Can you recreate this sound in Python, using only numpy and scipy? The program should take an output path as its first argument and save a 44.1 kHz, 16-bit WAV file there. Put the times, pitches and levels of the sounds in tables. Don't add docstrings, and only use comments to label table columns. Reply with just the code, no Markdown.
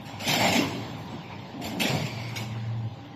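import sys
import numpy as np
from scipy import signal
from scipy.fft import rfft, irfft, next_fast_len
from scipy.io import wavfile
from scipy.ndimage import uniform_filter1d, map_coordinates

SR = 44100
rng = np.random.default_rng(int(sys.argv[2]) if len(sys.argv) > 2 else 0)


def store_pcm(level_fs):
    pcm = np.round(np.clip(level_fs, -1, 1) * 32767).astype(np.int16)
    wavfile.write(sys.argv[1], SR, np.atleast_2d(pcm).T)


def volts(x):
    e = np.asarray(x, float) / 20
    return 10 ** e


N = 138915
TIME = np.arange(N) / SR
TOUCH_S = 0.0012


def unit(x):
    return x / np.sqrt(np.mean(x ** 2) + 1e-20)


def along(points, hz):
    f, v = np.transpose(points)
    return np.interp(np.log(hz + 1), np.log(f + 1), v)


def curve(rows):
    return np.interp(TIME, *np.transpose(rows))


def wobble(rate):
    knots = rng.standard_normal(int(N * rate / SR) + 40)
    return map_coordinates(knots, [np.arange(N) * rate / SR])


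def filtered(x, response):
    m = next_fast_len(len(x) + 8192)
    return irfft(rfft(x, m) * response(np.fft.rfftfreq(m, 1 / SR)), m)[:len(x)]


def rush(spectrum, patchy_db):
    z = signal.stft(rng.standard_normal(N), nperseg=512)[2]
    patches = uniform_filter1d(rng.standard_normal(z.shape), size=4, axis=0)
    patches = unit(uniform_filter1d(patches, size=7, axis=1))
    x = signal.istft(z * volts(patchy_db * patches), nperseg=512)[1][:N]
    return unit(filtered(x, lambda hz: volts(along(spectrum, hz))))


def shape(t, rise, hold, t60):
    attack = np.clip(t / rise, 0, 1) ** 2
    return attack * volts(-60 * np.clip(t - rise - hold, 0, None) / t60)


def tone(hz, drift_hz, flutter_db):
    phase = 2 * np.pi * np.cumsum(hz + drift_hz * wobble(16)) / SR
    return np.sqrt(2) * volts(flutter_db * wobble(6.8)) * np.sin(phase)


# start_s, level_db, rise_s, hold_s, t60_s
CYLINDER_STROKES = [(0.042, -47.5, 0.016, 0.028, 0.66), (0.184, -36.5, 0.022, 0.098, 0.57),
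                    (0.249, -24.5, 0.035, 0.015, 0.46), (0.33, -30, 0.0053, 0.015, 0.49),
                    (0.393, -29.5, 0.0032, 0.094, 0.88), (0.525, -27.5, 0.0014, 0.0024, 0.13),
                    (0.544, -30, 0.0073, 0.029, 0.075), (.589, -33.5, 0.0026, 0.0059, 0.27),
                    (1.092, -55.5, 0.0079, 0.042, .3), (1.214, -76, .01, 0.035, 0.27),
                    (1.268, -77, 0.0093, 0.031, 0.31), (1.611, -44, 0.005, 0.015, 0.2),
                    (1.637, -39, 0.006, 0.026, .4), (1.7964, -30, 0.0024, 0.023, 0.36),
                    (1.847, -34.5, 0.011, 0.049, 0.89), (2.043, -45, 0.0062, 0.015, 0.18),
                    (2.138, -50, 0.016, 0.25, .3), (2.3585, -34, 0.0012, 0.012, 0.2),
                    (2.384, -44, 0.013, 0.033, 0.2)]


def stroke_force():
    power = sum((volts(db) * shape(TIME - s, rise, hold, t60)) ** 2
                for s, db, rise, hold, t60 in CYLINDER_STROKES)
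    return np.sqrt(power)


# freq_hz, density_db (per Hz)
AIR_COLOUR = [(650, -8.5), (1100, -9.5), (1300, -7), (2530, -0.5), (3820, -6.5), (4190, -4), (6810, -9),
              (7400, -5), (7900, -11.5), (10300, -71), (17400, -120)]
# freq_hz, density_db (per Hz)
FIZZ_COLOUR = [(4710, -25), (8000, 0), (8330, 0), (9640, 6), (11200, 2), (12000, 11), (13600, 6),
               (14400, 15.5), (14600, -50)]
# start_s, level_db, hold_s
VALVE_EXHAUSTS = [
    (0.01, -52, 0.034),
    (0.966, -55, 0.09),
    (1.63, -45.5, 0.069),
    (1.801, -33, 0.035),
    (2.36, -46, .03),
]


def vented_air(force):
    puffs = sum(volts(db) * shape(TIME - s, 0.002, hold, 0.061) for s, db, hold in VALVE_EXHAUSTS)
    brightness = (force / force.max()) ** 0.12
    fizz = volts(-12.5) * (force * brightness + puffs) * rush(FIZZ_COLOUR, patchy_db=3.5)
    return force * rush(AIR_COLOUR, patchy_db=3.5) + fizz


# freq_hz, width_hz, level_db
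STEEL_RESONANCES = [(2200, 195, 25), (2300, 310, 18), (2600, 130, 14.5), (2840, 190, -55),
                    (3200, 812, 25.5), (3870, 1100, 22), (4830, 860, 18), (5320, 670, 23), (6870, 1300, -5)]


def steel_rattle(force):
    contacts_per_s, ring_t60_s, scatter_db = 1100, 0.084, 12
    when, which, luck, detune = rng.random((int(contacts_per_s * N / SR), 4)).T
    life = np.arange(1200) / SR
    hz, width, db = np.array(STEEL_RESONANCES)[(which * len(STEEL_RESONANCES)).astype(int)].T
    start = (when * N).astype(int)
    size = force[start] * volts(db + scatter_db * luck ** 2)
    pitch = hz + width * (detune - 0.5)
    decay = volts(-60 * life / ring_t60_s) * (1 - np.exp(-life / TOUCH_S))
    rings = decay * np.sin(2 * np.pi * pitch[:, None] * life) * size[:, None]
    place = start[:, None] + np.arange(len(life))
    shower = np.bincount(place.ravel(), rings.ravel(), minlength=N)[:N]
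    return volts(-5) * unit(shower) * np.sqrt(np.mean(force ** 2))


# start_s, peak_db, pitch_hz, push_db
FLAP_CONTACTS = [(0.2011, -40, 3020, -40), (0.2763, -24.5, 3290, -38), (0.2937, -20.5, 3205, -30),
                 (.336, -18, 3120, -37), (.358, -20.5, 2300, -41), (0.3932, -22, 2230, -19),
                 (.402, -21, 2120, -21), (.424, -21, 2300, -25), (.4525, -22, 2100, -18),
                 (.467, -31, 2300, -18), (.4832, -27, 2744, -19), (.5261, -18, 2657, -17),
                 (0.566, -23.5, 2700, -23), (.5899, -23.5, 2750, -15), (1.6203, -41, 2770, -50),
                 (1.6417, -36, 4700, -47), (1.802, -20, 2600, -32), (1.8149, -19, 3200, -28),
                 (1.836, -27, 3830, -32), (1.853, -22, 2400, -31), (1.8826, -23, 2400, -28),
                 (2.0645, -32, 2660, -41), (2.2913, -33.5, 2290, -44), (2.3601, -30.5, 3160, -40),
                 (2.408, -39.5, 3010, -39)]
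# pitch_multiple, level_db
FLAP_MODES = [(.8, -8.5), (1, -0.5), (1.24, -10), (1.518, -13), (1.898, -12), (2.299, -13.5),
              (2.872, -19.5)]


def flap_clacks():
    ring_t60_s, crack_db, crack_t60_s, push_hz, push_t60_s = 0.043, -4.5, 0.012, 724, 0.011
    out, t = np.zeros(N + SR), np.arange(SR // 8) / SR
    for s, db, hz, push_db in FLAP_CONTACTS:
        ring = 0
        for multiple, level in FLAP_MODES:
            phase = 2 * np.pi * hz * multiple * t + rng.uniform(0, 2 * np.pi)
            ring = ring + volts(level + rng.normal(0, 2.07)) * np.sin(phase)
        crack = volts(crack_db - 60 * t / crack_t60_s) * rng.standard_normal(len(t))
        steel = ring * volts(-60 * t / ring_t60_s) + crack
        push = volts(push_db - 60 * t / push_t60_s) * np.sin(2 * np.pi * push_hz * t)
        out[round(s * SR):][:len(t)] += (volts(db) * steel + push) * (1 - np.exp(-t / TOUCH_S))
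    return out[:N]


def blows(rows, spread, ringing):
    out, t = np.zeros(N + SR), np.arange(SR) / SR
    for s, db, hz, hold, t60 in rows:
        def body(f):
            damping = 1j * f * spread * hz
            return (damping / (hz * hz - f * f + damping)) ** 2
        push = unit(filtered(rng.standard_normal(SR), body))
        push = push + ringing * 2 * np.sin(2 * np.pi * hz * t)
        out[round(s * SR):][:SR] += volts(db) * shape(t, 0.01, hold, t60) * push
    return out[:N]


# start_s, level_db, pitch_hz, hold_s, t60_s
CARTON_BLOWS = [(.25, -34.5, 252.4, 0.13, 0.29), (.28, -33, 152.4, 0.06, 0.6),
                (.398, -33, 112, 0.039, 0.61), (.4, -30.5, 187, 0.085, 0.82), (.44, -32, 252, 0.061, 0.24),
                (.5, -37, 382.4, 0.09, 0.69), (.545, -28, 234, 0.027, 0.16),
                (.582, -24, 271.5, 0.0076, 0.32), (.6, -37.5, 118, 0.054, 1.7),
                (.72, -35, 277, 0.038, 0.18), (1.12, -30, 194.4, 0.0092, 0.098),
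                (1.53, -40, 236.7, 0.059, 0.18), (1.59, -37.5, 217.3, 0.19, 0.23), (1.63, -40, 95, .03, .2),
                (1.73, -31.5, 182.4, 0.084, .2), (1.82, -39, 391, 0.053, 1.04),
                (1.833, -29, 223.5, 0.016, 0.46), (1.89, -31, 135.6, 0.12, 0.23),
                (1.96, -41, 173.7, 0.084, 0.13), (2.39, -42.5, 283.6, 0.035, 0.12)]


def carton_thumps():
    return blows(CARTON_BLOWS, spread=0.6, ringing=0.29)


# start_s, level_db, pitch_hz, hold_s, t60_s
FRAME_BLOWS = [(.085, -48, 803, 0.067, 0.71), (.2, -42, 685, 0.099, .3), (.275, -31.5, 710, 0.091, 0.79),
               (.398, -25.5, 725, 0.045, 0.41), (.525, -30.5, 699, 0.03, 0.22), (.6, -35, 1020, 0.028, 0.4),
               (1.11, -41.5, 723, 0.014, 0.19), (1.295, -46.5, 900, 0.019, 0.27),
               (1.59, -42, 705, 0.15, 0.61), (1.8, -34, 665, 0.076, 0.54), (1.87, -38, 658, 0.09, .4),
               (1.9, -38.5, 960, 0.02, 0.63), (2.37, -44, 798, 0.051, 0.081)]


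def frame_knocks():
    return blows(FRAME_BLOWS, spread=0.52, ringing=0.19)


# start_s, level_db, pitch_hz, hold_s, t60_s
PANEL_RINGS = [
    (0.25, -41.5, 3250, 0.018, .2),
    (.395, -33.5, 2090, 0.071, 0.24),
    (.548, -28, 2300, 0.0085, 0.069),
    (1.22, -51.5, 2340, 0.11, 0.28),
    (1.8, -30.5, 2660, 0.011, 0.2),
    (1.812, -34.5, 3520, 0.021, 0.34),
    (2.02, -48, 2780, 0.062, 0.2),
]


def panel_rings():
    return blows(PANEL_RINGS, spread=0.22, ringing=0.07)


# start_s, level_db, pitch_hz, hold_s, t60_s
SINGING_TAILS = [
    (1.9, -48, 4580, 0.12, .5),
    (1.95, -46, 2250, 0.15, 0.3),
    (2.1, -51, 4600, .16, .3),
    (2.16, -47, 2230, .14, .2),
]


def singing_panels():
    return blows(SINGING_TAILS, spread=0.14, ringing=0.08)


# freq_hz, t60_s
HALL_DECAY = [(150, 1.0), (1000, 1), (4000, 0.76), (12000, 0.62)]


def hall_echo(x):
    hz, t, z = signal.stft(rng.standard_normal(SR), SR, nperseg=256)
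    tail = signal.istft(z * volts(-60 * t / along(HALL_DECAY, hz)[:, None]), SR, nperseg=256)[1]
    delayed = np.pad(x, (600, 0))
    return signal.fftconvolve(delayed, tail / np.linalg.norm(tail))[:N]


# time_s, hum_db
MOTOR_LOAD = [
    (1.9, -69),
    (2.05, -35),
    (2.3, -36),
    (2.47, -34.5),
    (2.6, -31.5),
    (2.72, -28),
    (2.87, -29),
    (2.9, -45),
    (3.0, -51),
]
# freq_hz, density_db (per Hz)
GROWL_COLOUR = [(45, -20), (90, -6), (130, 0), (200, -30), (500, -150)]
# freq_hz, level_db (over the hum)
SHAKEN_PANEL = [(208, -14.5)]


def motor():
    hum_hz = 117.2 - 2.8 * (TIME - 2.05)
    hum = tone(hum_hz, drift_hz=1.2, flutter_db=0.43)
    growl = volts(-17) * rush(GROWL_COLOUR, patchy_db=1.2)
    panel = sum(volts(db) * tone(hz, 2.4, 2.0) for hz, db in SHAKEN_PANEL)
    return volts(curve(MOTOR_LOAD)) * (hum + growl + panel)


# time_s, level_db
LINE_ACTIVITY = [
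    (0, -39.5),
    (.9, -36.5),
    (1.2, -38.5),
    (1.55, -39.5),
    (2.2, -38.5),
    (2.6, -41),
    (2.9, -43),
    (3.15, -43),
]
# freq_hz, density_db (per Hz)
RUMBLE_COLOUR = [(18, -63), (30, -66), (98, 9), (237, -1.5), (269, -1.5), (400, -12.5), (489, -35.5),
                 (521, -24.5), (963, -9), (1300, -23), (1690, -60), (2860, -120)]
# freq_hz, density_db (per Hz)
BELT_COLOUR = [(760, 0.5), (1300, -7.5), (3690, -9), (4080, -12.5), (7500, -25.5), (7970, -33.5),
               (8210, -57.5), (13600, -33), (14600, -21)]
# freq_hz, level_db
FAR_WHINES = [(534, -63), (799, -57)]


def factory():
    sway_db = 0.8
    rumble = volts(sway_db * wobble(6.29)) * rush(RUMBLE_COLOUR, patchy_db=1.2)
    belt = volts(-5.5 + sway_db * wobble(8.37)) * rush(BELT_COLOUR, patchy_db=2.5)
    whines = sum(volts(db) * tone(hz, 2.44, 0.91) for hz, db in FAR_WHINES)
    late_whine = volts(-51) * shape(TIME - 2.97, 0.05, 1, 1) * tone(290, 2, 1)
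    return volts(curve(LINE_ACTIVITY)) * (rumble + belt) + whines + late_whine


def scene():
    force = stroke_force()
    near = vented_air(force) + steel_rattle(force) + flap_clacks()
    near = near + carton_thumps() + frame_knocks() + panel_rings() + singing_panels()
    return (near + volts(-11) * hall_echo(near) + motor() + factory())[None]


# freq_hz, threshold_db (over the local level)
THINNING = [(2000, -59), (2800, -7), (4500, -5), (6000, .5), (7800, 1), (8150, 4), (8600, 0), (13600, -1),
            (14000, 3)]


def thinned_band(x):
    threshold_scatter_db, top_scatter_db = 3.5, 3
    hz, _, z = signal.stft(x, SR, nperseg=2048)
    bins, frames = z.shape
    local = np.sqrt(uniform_filter1d(abs(z) ** 2, size=60, axis=0))
    uneven = unit(uniform_filter1d(rng.standard_normal((bins // 8 + 1, frames)), size=2, axis=1))
    uneven = np.repeat(uneven, repeats=8, axis=0)[:bins]
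    threshold = local * volts(along(THINNING, hz)[:, None] + threshold_scatter_db * uneven)
    blocks = np.repeat(rng.standard_normal((bins // 24 + 1, frames)), repeats=24, axis=0)[:bins]
    jumpy_top = volts(top_scatter_db * blocks * (hz > 8000)[:, None])
    shade = volts(-3.5 * np.exp(-((hz - 1310) / 230) ** 2))
    low_cut = 1 / (1 + (69 / (hz + 1)) ** 2)
    band = shade * low_cut * (hz < 14150)
    kept = z * (abs(z) > threshold)
    return signal.istft(kept * jumpy_top * band[:, None], SR, nperseg=2048)[1][:N]


def top_cut(x):
    return signal.sosfilt(signal.butter(12, 14780, fs=SR, output="sos"), x)


def record(dry):
    mix = thinned_band(dry[0])[None]
    return top_cut(mix)


dry = scene()
out = record(dry)
store_pcm(out)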